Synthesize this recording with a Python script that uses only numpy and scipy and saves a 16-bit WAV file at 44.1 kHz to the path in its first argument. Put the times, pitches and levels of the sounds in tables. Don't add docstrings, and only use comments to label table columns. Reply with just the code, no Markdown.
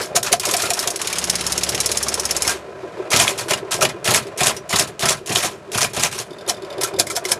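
import sys
import numpy as np
from scipy import signal
from scipy.fft import rfft, irfft, next_fast_len
from scipy.io import wavfile
from scipy.ndimage import uniform_filter1d, map_coordinates

SR = 44100
rng = np.random.default_rng(int(sys.argv[2]) if len(sys.argv) > 2 else 0)


def waveform_to_disk(signal):
    frames = np.transpose(np.atleast_2d(signal))
    scaled = np.clip(frames, -1, 1) * 32767
    samples = np.round(scaled).astype(np.int16)
    wavfile.write(sys.argv[1], SR, samples)


def linear_from_db(decibels):
    return 10 ** (np.asarray(decibels, float) / 20)


N = 325899

# (frequency [Hz], width [Hz], level [dB])
STEEL_MODES = [(5410, 620, 5), (6530, 830, -4.5), (7000, 97, -4), (7300, 26, 6), (7840, 60, -24),
               (10400, 150, -4)]
# (frequency [Hz], width [Hz], level [dB])
CASE_MODES = [(385, 47, -10), (609, 67, 7.5), (705, 65, 6), (1010, 60, -2), (1310, 35, -10),
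              (1610, 30, -14), (2450, 60, -8)]
# (frequency [Hz], density [dB per Hz])
STEEL_COLOUR = [(1470, -13), (2500, -8.5), (4300, -2), (6700, -1), (10600, -2.5), (14300, -17),
                (15500, -24)]
# (frequency [Hz], density [dB per Hz])
COVER_COLOUR = [(470, -20.5), (800, -3.5), (994, -2), (2490, -1.5), (4500, -6.5), (5850, -28), (9900, -120)]
# (frequency [Hz], density [dB per Hz])
RATTLE_COLOUR = [(590, -6), (1000, 0), (1750, -3.5), (7450, -13), (11800, -24), (15500, -38)]
# (frequency [Hz], density [dB per Hz])
MOTOR_COLOUR = [(120, -53), (280, -12), (340, -5), (450, -2.5), (750, -15), (900, -13.5), (1500, -14),
                (3000, -24.5), (9000, -40), (12000, -48), (15500, -85)]
# (frequency [Hz], width [Hz], level [dB])
BEARING_MODES = [(1013, 55, -17), (2490, 51, -19)]
# (frequency [Hz], density [dB per Hz])
TABLE_COLOUR = [(12, -33), (20, -34), (102, -0.5), (184, -0.5), (253, -7), (300, -20.5), (390, -48),
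                (660, -120)]
# (frequency [Hz], t60 [s])
ROOM_T60 = [(200, 0.49), (700, 0.15), (2000, 0.084), (10000, 0.052)]
# (time [s], level [dB])
MOTOR_LOAD = [(0, -22.5), (.07, -32), (.3, -34), (.43, -41), (.93, -33), (2.5, -30.5), (2.65, -34),
              (3.1, -29.5), (4.35, -33), (5.1, -37.5), (5.6, -38), (6, -36.5), (6.3, -36.5), (6.8, -28.5),
              (7.1, -31), (7.39, -31.5)]
# (start [s], end [s], level [dB])
BUSY_LEVERS = [
    (0, 0.043, -27),
    (0.254, 0.314, -27),
    (0.434, 0.993, -39),
    (1.012, 1.6, -39),
    (2.39, 2.61, -38),
    (2.8, 3.1, -51),
    (3.15, 3.452, -40),
    (7.26, 7.32, -34),
]
# (time [s], period [s])
CAM_SHAFT = (2.673, .15788)
# (start [s], end [s])
TABLE_HUM_SPAN = (1.12, 2.54)
# (end [s], start [s])
THINNED_SPAN = (.12, 6.25)
# (frequency [Hz], level [dB])
BAND_SHADE = [(2400, 0), (2750, -10), (3000, 0)]

# (clutch time [s], wind-up [dB], key lead [s], head turn [dB], case note [Hz])
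KEY_PRESSES = [
    (3.1298, -16.5, 0.027, -10, 585),
    (4.0738, -17, 0.031, -13, 610),
    (4.403, -20, 0.027, -14.5, 576),
    (4.7258, -20, 0.034, -12, 725),
    (5.023, -21, 0.03, -14, 412),
    (5.291, -25.5, .03, -20, 385),
    (5.744, -24, 0.027, -15.5, 386),
    (5.964, -24, .031, -17.5, 616),
]
# (time [s], blow [dB], swing and rebound [dB], case note [Hz])
HEAD_STRIKES = [(3.1992, -5, -11, 730), (3.278, -9, -18.5, 606), (4.1463, -9, -12, 634),
                (4.4678, -2.5, -13, 637), (4.7946, -4, -15, 387), (5.0922, -8, -13, 622),
                (5.3582, -10, -15, 722), (5.435, -16, -15.5, 726), (5.817, -8, -13.5, 700),
                (6.0334, -5, -15, 615), (6.187, -14, -23.5, 710)]
# (key down [s], level [dB], stop [s], stop level [dB])
BASKET_SHIFTS = [
    (3.376, -24, 3.506, -13.5),
    (3.7085, -18.5, 3.8216, -10),
]
# (time [s], blow [dB], approach [dB], cover ring [dB])
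SPACE_BLOWS = [
    (0.1606, -5.5, -15, -10.5),
    (.3264, -6, -16, -6.5),
    (0.5364, -8, -24, -12.5),
    (0.7024, -10, -27, -12.5),
    (0.8725, -11, -35, -17.5),
    (2.4756, -10, -20, -20),
    (6.4933, -9.5, -19.5, -16.5),
    (6.9959, -5.5, -17, -37),
    (7.1638, -12.5, -23.5, -15.5),
    (7.318, -9, -20.5, -23),
]
# (time [s], catch [dB], slide after it [dB])
PAWL_CATCHES = [(0.228, -12.5, -19), (0.3968, -14, -27), (0.4516, -9.5, -19), (0.51, -11.5, -28),
                (0.5651, -12, -20), (.62, -11.5, -18.5), (0.7333, -13.5, -27), (0.7905, -11, -20),
                (0.902, -16, -34), (7.0684, -23.5, -33), (7.2506, -18, -28)]
# (time [s], steel [dB], plastic [dB], t60 [s])
STRAY_CONTACTS = [(.0131, -22.5, -6, 0.18), (.0569, -28, -9, 0.039), (.4305, -30, 8, 0.17),
                  (.591, -25, 0, .2), (.7685, -27, 0, .2), (3.482, -25, 2, .1), (3.114, -19, 1, .1),
                  (6.4765, -23, -5, .1), (7.1515, -25, -10, .08), (7.24, -36, 0, .1), (7.064, -38, 0, .1),
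                  (2.4463, -24, -14, .12), (2.4918, -16, -2.5, 0.16), (3.218, -18.5, -4.5, 0.28),
                  (3.5331, -23.5, 3.5, 0.083), (3.809, -20, -7, 0.05), (4.2676, -37, 4, .08),
                  (4.5641, -26, -4, 0.075), (4.8739, -30.5, -6, 0.097), (5.3997, -24.5, -4, 0.32),
                  (6.113, -31, -4, .2), (6.1266, -24.5, -1, 0.069), (6.145, -27, 0, 0.15),
                  (6.81, -16, -4.5, 0.091), (6.833, -12, -10, 0.08), (6.8709, -27.5, -3, .09),
                  (7.0998, -22, -12, 0.12), (7.285, -24, -6, 0.13)]
# (time [s], peak [dB], note [Hz], table [dB])
STRAY_THUDS = [(.11, -24, 605, -13), (.474, -19, 604, -22), (.638, -19, 660, -15), (1.678, -22.5, 606, -15),
               (1.729, -22.5, 389, -12), (1.888, -22, 400, -18), (2.83, -24, 394, -34),
               (2.987, -22.5, 403, -37), (3.784, -19, 405, -22), (4.112, -12, 680, -25),
               (6.778, -23.5, 382, -15), (6.933, -22, 385, -13)]
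# (time [s], level [dB], note [Hz], t60 [s])
PANEL_RINGS = [(.6365, -15, 1394, .07), (2.4488, -13, 2200, .03), (2.49, -15.5, 1600, 0.13),
               (3.1188, -14, 1270, 0.052), (3.1996, -4.5, 2490, 0.043), (3.2789, -11, 2490, .025),
               (3.535, -11, 2850, 0.047), (3.7184, -25, 1870, .045), (3.8152, -8.5, 1310, 0.048),
               (3.851, -11, 2940, 0.028), (4.1455, -7, 2190, 0.03), (4.566, -26, 5830, 0.091),
               (6.8444, -14.5, 1350, 0.064), (7.0698, -11, 2100, 0.022), (7.1005, -18.5, 2300, .04),
               (7.104, -20, 1340, 0.07), (7.2515, -12, 2100, 0.02)]

# (delay [s], steel [dB], plastic [dB], t60 [s])
KEY_DOWN = [
    (0, -2.5, -9, 0.085),
    (.011, -4, -1, 0.25),
]
CLUTCH_TRIP = [
    (0, 0, 2.8, 0.21),
]
HEAD_TURN = [
    (.031, 0, -4, 0.12),
]
HEAD_BLOW = [
    (0.0008, -4.5, -6, 0.039),
]
HEAD_SWING = [
    (-.0095, -2, -2, 0.1),
    (-.005, -5, -5, 0.085),
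    (.011, 0, -4, 0.094),
    (.025, -5.5, -1, 0.099),
    (.075, -25.5, 2, 0.15),
]
SHIFT_DOWN = [
    (0, -2, -7, 0.26),
    (.01, 0, -1, 0.13),
    (.03, -2.5, -1.5, .12),
]
SHIFT_STOP = [
    (-.012, -8.5, 0.5, 0.19),
    (0, 0, -2, 0.078),
    (.027, -2, 0.5, 0.048),
    (.067, -15.5, 2.5, 0.082),
]
BAR_APPROACH = [
    (-0.0105, -9, 2, 0.087),
    (-0.0075, 1.5, -9.5, 0.12),
]
BAR_BLOW = [
    (0.00033, 0, -5, 0.049),
]
PAWL_CATCH = [
    (0.00017, 0.88, -20, 0.053),
]
RACK_SLIDE = [
    (0.014, -5, 0, 0.16),
    (0.033, -2, 0, 0.13),
]

# (time [s], peak [dB], note [Hz])
TIP_PINGS = [(0.1643, 0, 6160), (0.3277, -1, 10080), (0.334, -5.0, 9690), (0.4553, -11, 6610),
             (0.5385, -8, 5900), (0.5671, -9, 9970), (0.704, -5.5, 10190), (0.7356, -8, 5710),
             (0.8756, -7, 5810), (1.0168, -10, 6440), (1.185, -8, 6890), (1.3002, -4, 5470),
             (1.5232, -12, 6140), (1.6346, -10, 5190), (1.8044, -5, 6590), (1.9168, -7.5, 6460),
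             (1.9748, -5.0, 6890), (2.1418, -10, 6630), (2.1975, -9, 5790), (2.2544, -9, 6010),
             (2.3098, -9, 5490), (2.3656, -6.0, 7260), (2.4218, -10, 7430), (2.4788, -9, 6550),
             (2.4943, -9, 6420), (3.133, -6.5, 3750), (3.1626, -7, 6520), (3.201, 0, 7640),
             (3.2796, -1, 3490), (3.8522, -8, 3340), (4.1468, -0.5, 7770), (4.1572, -6.0, 6400),
             (4.4337, -3, 7110), (4.4709, -2, 7800), (4.7866, -7.0, 7470), (4.7896, -3.5, 6590),
             (4.796, 0, 7730), (5.0893, -3, 6050), (5.0939, -2, 7520), (5.3596, 0, 3490),
             (5.3689, -5.5, 3530), (5.8168, -5.5, 4590), (5.8245, -5, 6090), (5.8306, -6.5, 5990),
             (6.0356, -1, 6960), (6.4962, -11, 5900), (6.8349, -10, 9540), (6.998, -2, 4950),
             (7.1648, -9, 5510), (7.3196, 0.0, 9750)]
# (time [s], steel peak [dB], cover [dB])
HARD_CLICKS = [(0.23, -8, -26), (0.397, -7, -36), (0.874, -3, -16), (3.1344, -9, -17), (3.1615, -6, -15),
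               (3.1989, -3, -10), (3.279, -7, -12), (3.382, -20, -24), (3.5074, -6, -15), (3.534, -12, -18),
               (3.7174, -5, -27), (3.8082, -11, -23), (3.824, -7, -21), (3.85, -6, -15), (4.054, -7, -22),
               (4.0756, -11, -16), (4.1086, -9, -20), (4.1455, 0, -12), (4.1564, -5, -21),
               (4.375, -16, -33), (4.3829, -15, -27), (4.407, -5, -18), (4.4324, -3, -16.5),
               (4.469, -2, -8), (4.565, -20, -35), (4.6906, -21, -32), (4.728, -8, -18), (4.758, -11, -24),
               (4.795, 3, -17), (4.9934, -14, -23), (5.0235, -13, -21), (5.056, -12, -22),
               (5.0874, -1, -16), (5.0927, -4, -11), (5.2606, -13, -37), (5.2729, -16, -27),
               (5.2944, -18, -25), (5.3195, -13, -21), (5.3582, -8, -9.5), (5.4274, -10, -23),
               (5.436, -10, -22), (5.7175, -15, -28), (5.7493, -10, -21), (5.7773, -8, -29),
               (5.807, -7, -18), (5.816, -1, -20), (5.9337, -17, -32), (5.9648, -11, -25),
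               (5.9968, -12, -22), (6.0347, -2, -16), (6.1135, -22, -32), (6.125, -16, -28),
               (6.1893, -14, -29), (6.833, -9, -26), (6.998, 4, -24), (7.0693, -12, -29),
               (7.1003, -11, -36), (7.163, -11, -24), (7.2516, -15, -21), (7.317, 2, -12)]
# (time [s], peak [dB], cover [dB])
TOOTH_SNAPS = [(0.959, -8.5, -30), (1.0157, -8, -27), (1.072, -7.5, -18.5), (1.1276, -9, -19),
               (1.1845, -5.5, -24), (1.2404, -6.5, -28), (1.297, -3, -18.5), (1.3534, -8, -27),
               (1.4095, -8.5, -20.5), (1.4652, -4.5, -34), (1.5215, -6, -24), (1.5777, -5.5, -25),
               (1.6337, -6, -19), (1.6903, -4.5, -28), (1.7466, -7, -15.5), (1.8024, -2, -19.5),
               (1.8593, -3, -29), (1.9154, -5, -22), (1.9713, -3, -24), (2.0279, -5.5, -34),
               (2.0837, -5.5, -33), (2.1406, -6, -34), (2.1967, -6.5, -29), (2.2528, -6, -34),
               (2.309, -4.5, -31), (2.365, -5.5, -28), (2.421, -4.5, -30)]
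# (time [s], level [dB])
PAWL_RECOILS = [(0.9911, -28), (1.0446, -27), (1.0983, -26), (1.156, -23), (1.2138, -24), (1.2708, -24),
                (1.327, -28), (1.383, -29), (1.4393, -25), (1.4963, -25), (1.5509, -30), (1.6085, -25),
                (1.6634, -28), (1.7187, -24), (1.7773, -24), (1.832, -25.5), (1.89, -23), (1.9456, -26),
                (2.0022, -32), (2.0598, -33), (2.1155, -30), (2.1734, -32), (2.232, -30), (2.29, -28),
                (2.3477, -26), (2.4045, -32), (2.448, -26)]
# (frequency [Hz], density [dB per Hz])
PAWL_COLOUR = [(1180, -29), (2000, -12), (3580, -7.5), (5230, -4), (5890, -4), (10500, -1.5),
               (15500, -25.5)]
# (frequency [Hz], width [Hz], level [dB])
PAWL_MODES = [(5330, 300, 17), (6400, 300, 7)]
# (frequency [Hz], density [dB per Hz])
RACK_COLOUR = [(120, -12.5), (220, -5.5), (900, -0.5), (3000, -6.5), (6000, -8.5), (11000, -14.5),
               (15500, -42)]
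# (multiple of step rate, rms [dB], loudest time [s], spread [s])
TABLE_HUM = [(3, -60, 1.8, 1), (4, -47, 1.7, 1.3), (5, -43.5, 2.45, .3), (6, -50.5, 1.8, .45),
             (7, -53, 1.3, .45), (8, -50, 1.75, .55), (10, -37, 1.45, .45), (12, -55, 2, .3),
             (13, -52, 1.5, .6)]
# (time [s], level [dB])
LEVER_TICKS = [
    (2.8214, -40),
    (2.9794, -36),
    (5.6561, -53),
]
# (frequency [Hz], width [Hz], level [dB])
LEVER_MODES = [(2200, 200, 8), (3020, 100, 2), (3620, 200, 24), (4440, 130, 10), (4930, 200, 16),
               (5410, 100, 2), (7180, 130, 4), (11000, 900, -6)]

FIRST_STEP_S, STEP_S = .9587, .05625


def unit(x):
    return x / np.sqrt(np.mean(x ** 2) + 1e-20)


def along(points, hz):
    f, v = np.transpose(points)
    return np.interp(np.log(hz + 1), np.log(f + 1), v)


def wobble(rate):
    knots = rng.standard_normal(int(N * rate / SR) + 4)
    return map_coordinates(knots, [np.arange(N) * rate / SR])


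def coloured(x, spectrum, peaks=(), lift_db=0):
    m = next_fast_len(N + 8192) // 2 * 2
    hz = np.fft.rfftfreq(m, 1 / SR)
    modes = sum(linear_from_db(lift_db + db / 2) / (1 + (2 * (hz - c) / w) ** 2) for c, w, db in peaks)
    gain = linear_from_db(along(spectrum, hz)) * (1 + modes)
    cepstrum = irfft(np.log(np.maximum(unit(gain), 1e-6)), m)
    cepstrum[1:m // 2] *= 2
    cepstrum[m // 2 + 1:] = 0
    return irfft(rfft(x, m) * np.exp(rfft(cepstrum)), m)[:N]


def gritty(rough_db, rate, spots_db=0):
    z = signal.stft(rng.standard_normal(N) * linear_from_db(rough_db * wobble(rate)), nperseg=256)[2]
    field = uniform_filter1d(rng.standard_normal(z.shape), size=4, axis=0)
    field = uniform_filter1d(field, size=3, axis=1)
    return unit(signal.istft(z * linear_from_db(spots_db * unit(field)), nperseg=256)[1][:N])


def bursts(times, levels_db, t60s, rise):
    power, t = np.zeros(N + SR), np.arange(SR // 3) / SR
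    for s, db, t60 in zip(times, levels_db, t60s):
        power[round(s * SR):][:len(t)] += linear_from_db(2 * (db - 60 * t / t60)) * (1 - np.exp(-t / rise)) ** 2
    return np.sqrt(power[:N])


def add_modes(track, s, db, hz, t60, rise, a, b):
    t = np.arange(SR // 5) / SR
    modes = np.sin(2 * np.pi * hz * t) + 0.54 * np.sin(2 * np.pi * hz * (1 + 0.0658 * a) * t + 3 * b)
    track[round(s * SR):][:len(t)] += linear_from_db(db - 60 * t / t60) * (1 - np.exp(-t / rise)) * modes


def cam_knocks():
    first, period = CAM_SHAFT
    t = np.arange(N) / SR
    turns = np.arange(first % period, N / SR, period)
    levels_db = 6 + 1.5 * rng.standard_normal(len(turns))
    envelope = bursts(turns, levels_db, np.full(len(turns), .18), rise=.008)
    envelope = envelope * np.where((t > FIRST_STEP_S) & (t < TABLE_HUM_SPAN[1]), .5, 1)
    thump = [(270, -40), (345, -3), (400, 0), (450, -14), (1500, -45), (5000, -110)]
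    knock = coloured(envelope * rng.standard_normal(N), thump)
    note = np.zeros(N + SR)
    for s, (a, b) in zip(turns, rng.standard_normal((len(turns), 2))):
        db = 7 - 6 * (FIRST_STEP_S < s < TABLE_HUM_SPAN[1])
        add_modes(note, s, db, 390 * (1 + .04 * a), .16, .004, -2 + .5 * b, b)
    return knock + note[:N]


def drive():
    t = np.arange(N) / SR
    motor_db = np.interp(t, *np.transpose(MOTOR_LOAD))
    idle_db = -53
    busy_db = sum((db - idle_db) * (t >= a) * (t < b) for a, b, db in BUSY_LEVERS)
    rattle_db = idle_db + uniform_filter1d(busy_db, size=SR // 15)
    motor = coloured(gritty(rough_db=2.0, rate=120), MOTOR_COLOUR, CASE_MODES + BEARING_MODES, lift_db=4.5)
    motor = motor * linear_from_db(-2.5 + .7 * wobble(25))
    rattle = coloured(gritty(rough_db=3.0, rate=710), RATTLE_COLOUR)
    rattle = rattle * linear_from_db(rattle_db + 1.1 * wobble(54))
    table = linear_from_db(-47.5) * coloured(rng.standard_normal(N), TABLE_COLOUR)
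    return linear_from_db(motor_db) * (motor + cam_knocks()) + rattle + table


def play(motion, s, db):
    return [(s + delay, db + steel_db, plastic_db, t60) for delay, steel_db, plastic_db, t60 in motion]


def contacts():
    rows = list(STRAY_CONTACTS)
    for s, db, early, turn_db, _ in KEY_PRESSES:
        rows += play(KEY_DOWN, s - early, db) + play(CLUTCH_TRIP, s, db) + play(HEAD_TURN, s, turn_db)
    for s, db, swing_db, _ in HEAD_STRIKES:
        rows += play(HEAD_BLOW, s, db) + play(HEAD_SWING, s, swing_db)
    for s, db, stop, stop_db in BASKET_SHIFTS:
        rows += play(SHIFT_DOWN, s, db) + play(SHIFT_STOP, stop, stop_db)
    for s, db, approach_db, _ in SPACE_BLOWS:
        rows += play(BAR_APPROACH, s, approach_db) + play(BAR_BLOW, s, db)
    for s, db, slide_db in PAWL_CATCHES:
        rows += play(PAWL_CATCH, s, db) + play(RACK_SLIDE, s, slide_db)
    return rows


def linkage():
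    s, db, plastic_db, t60 = np.transpose(contacts())
    t60 = np.clip(t60, .02, .4)
    steel = bursts(s, db - .1, t60, rise=0.0017) * gritty(rough_db=2.0, rate=1700, spots_db=2.5)
    cover = bursts(s, db + plastic_db - .1, 1.266 * t60, rise=0.003)
    cover = cover * gritty(rough_db=1.5, rate=430, spots_db=3.0)
    crack = bursts(s + .001, db - 3 - 60 * t60, np.full(len(s), .006), rise=.0001) * rng.standard_normal(N)
    bright = coloured(steel + crack, STEEL_COLOUR, STEEL_MODES, lift_db=-6.5)
    return bright + coloured(cover + 0.39 * crack, COVER_COLOUR, CASE_MODES, lift_db=4.0)


def blows():
    rows = list(STRAY_THUDS)
    for s, db, early, _, hz in KEY_PRESSES:
        rows.append((s + 0.00714, -8.5 + 0.41 * db, hz, -8))
        rows.append((s - early + 0.00595, -17.5 + .5 * db, 400, -19))
    for s, _, db, hz in HEAD_STRIKES:
        rows.append((s + 0.0061, -5.5 + 0.86 * db, hz, -17))
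    for s, db, stop, stop_db in BASKET_SHIFTS:
        rows.append((s + .033, -3.0 + db, 630, -11))
        rows.append((stop + 0.002, stop_db, 615, -16))
    for s, db, _, _ in SPACE_BLOWS:
        rows.append((s - .006, -13.5 + 1.08 * db, 420, -15))
    for s, db, _ in PAWL_CATCHES:
        rows.append((s + 0.0087, -17.5 + db, 390, -20))
    return rows


def case():
    knocks = blows()
    ring, push = np.zeros(N + SR), np.zeros(N)
    for (s, db, hz, table_db), (a, b) in zip(knocks, rng.standard_normal((len(knocks), 2))):
        add_modes(ring, s - .007, db - 1.0, hz, .085, .005, a, b)
        push[round(s * SR)] = linear_from_db(db + table_db + 26.0)
    for (s, db, hz, t60), (a, b) in zip(PANEL_RINGS, rng.standard_normal((len(PANEL_RINGS), 2))):
        add_modes(ring, s, db - 2.0, hz, t60, .0015, a, b)
    for s, db, _, cover_db in SPACE_BLOWS:
        add_modes(ring, s + 0.0075, cover_db + 15, 703, .048, .03, .3, 0)
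        add_modes(ring, s - .0145, db - 7, 540, .04, .001, -1, 1)
    s, db, _, table_db = np.transpose(knocks)
    boom = bursts(s, db - 1.0, np.full(len(s), .1), rise=0.0032) * rng.standard_normal(N)
    shake = bursts(s, db + table_db - 4.0, np.full(len(s), .4), rise=0.0014) * rng.standard_normal(N)
    hollow = [(200, -40.5), (320, 6.0), (800, -3.5), (1300, -12.0), (2500, -89.0)]
    boom = coloured(boom, hollow, CASE_MODES, lift_db=-3.5)
    return ring[:N] + boom + coloured(push + shake, TABLE_COLOUR)


def pings():
    track, t = np.zeros(N), np.arange(-40, 80) / SR
    ping_s = .00028
    shape = np.exp(-.5 * (t / np.where(t < 0, ping_s / 2, ping_s * 1.5)) ** 2)
    for s, db, hz in TIP_PINGS:
        track[round(s * SR) - 40:][:len(t)] -= linear_from_db(db - 1) * shape * np.cos(2 * np.pi * hz * t)
    return track


def clicks():
    s, db, cover_db = np.transpose(HARD_CLICKS)
    same = np.ones(len(s))
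    steel = bursts(s, db - 10.0, 0.013 * same, rise=.0001) * rng.standard_normal(N)
    cover = bursts(s, cover_db, 0.023 * same, rise=0.00039) * rng.standard_normal(N)
    dull = [(900, -28), (1800, -5.0), (2600, -3.0), (3600, -2.5), (5500, -25), (9000, -60)]
    return coloured(steel, PAWL_COLOUR, STEEL_MODES, lift_db=-6) + coloured(cover, dull)


def table_hum():
    t = np.arange(N) / SR
    start, end = TABLE_HUM_SPAN
    held = uniform_filter1d(1. * (t > start) * (t < end), SR // 5)
    hum = np.zeros(N)
    for k, db, loudest, spread in TABLE_HUM:
        swell_db = db - np.minimum(6 * ((t - loudest) / spread) ** 2, 12) + 1.2 * wobble(5)
        hum += linear_from_db(swell_db) * np.sqrt(2) * np.sin(2 * np.pi * k * (t - FIRST_STEP_S) / STEP_S)
    return held * hum


def carriage():
    s, db, cover_db = np.transpose(TOOTH_SNAPS)
    same = np.ones(len(s))
    snap = bursts(s, db - 7, 0.054 * same, rise=0.00058) * gritty(rough_db=2.5, rate=1200, spots_db=1.5)
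    snap = snap + bursts(s, db - 9, 0.0064 * same, rise=.0001) * rng.standard_normal(N)
    cover = bursts(s, cover_db + 0.5, 0.047 * same, rise=0.00069) * rng.standard_normal(N)
    drop_s, drop_db = np.transpose(PAWL_RECOILS)
    recoil = bursts(drop_s, 0.5 + drop_db, 0.068 * same, rise=0.0006)
    recoil = recoil * gritty(rough_db=1.5, rate=470, spots_db=2)
    slide = bursts(drop_s, -24 * same, 0.27 * same, rise=0.0046)
    slide = slide * gritty(rough_db=1.5, rate=300, spots_db=2.5)
    dull = [(1200, -22), (2300, 2.0), (3200, 0), (4300, -1), (6000, -29)]
    second_touch = [(1000, -20), (2200, -1.5), (4500, 0), (7000, -7), (11000, -8), (15000, -28)]
    pawl = coloured(snap, PAWL_COLOUR, STEEL_MODES + PAWL_MODES, lift_db=-5.5)
    pawl = pawl + coloured(cover, dull) + coloured(recoil, second_touch)
    return pawl + coloured(slide, RACK_COLOUR, STEEL_MODES, lift_db=-10.0) + table_hum()


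def lever():
    hits = list(LEVER_TICKS)
    for since in CAM_SHAFT[1] / 2 * np.arange(9):
        s, db = 6.306 + since, -31.5 + 9 * since
        hits += [(s, db), (s + .025, db - 1.5)]
    s, db = np.transpose(hits)
    taps = bursts(s, db - 7.5, np.full(len(s), .07), rise=0.0002) * gritty(rough_db=2.5, rate=700)
    thin = [(1000, -25), (3000, -3), (5000, -3), (7500, -9), (11000, -9), (15000, -30)]
    return coloured(taps, thin, LEVER_MODES, lift_db=2.5)


def room(x):
    hz, t, z = signal.stft(rng.standard_normal(SR // 2), SR, nperseg=256)
    decay = linear_from_db(-60 * t / along(ROOM_T60, hz)[:, None])
    tail = signal.istft(z * decay, SR, nperseg=256)[1]
    return signal.fftconvolve(np.pad(x, (300, 0)), tail / np.linalg.norm(tail))[:N]


def ducked(background, hits):
    keep = np.exp(-1 / (.06 * SR))
    loud = signal.lfilter([1 - keep], [1, -keep], hits ** 2)
    return background / (1 + loud / linear_from_db(-48.0)) ** 0.1


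def scene():
    hits = linkage() + case() + pings() + clicks() + carriage() + lever()
    t = np.arange(N) / SR
    thinned = (t < THINNED_SPAN[0]) | (t > THINNED_SPAN[1])
    hits = np.where(thinned, coloured(hits, BAND_SHADE), hits)
    return (hits + linear_from_db(-12) * room(hits) + ducked(drive(), hits))[None]


def top_cut(x):
    return signal.sosfilt(signal.butter(12, 15690, fs=SR, output="sos"), x)


def record(dry):
    top = signal.butter(14, 15400, fs=SR, output="sos")
    low_cut = signal.butter(3, 40, "high", fs=SR, output="sos")
    limited = signal.sosfiltfilt(top, np.clip(dry, -.97, .97))
    return top_cut(signal.sosfilt(low_cut, limited))


dry = scene()
out = record(dry)
waveform_to_disk(out)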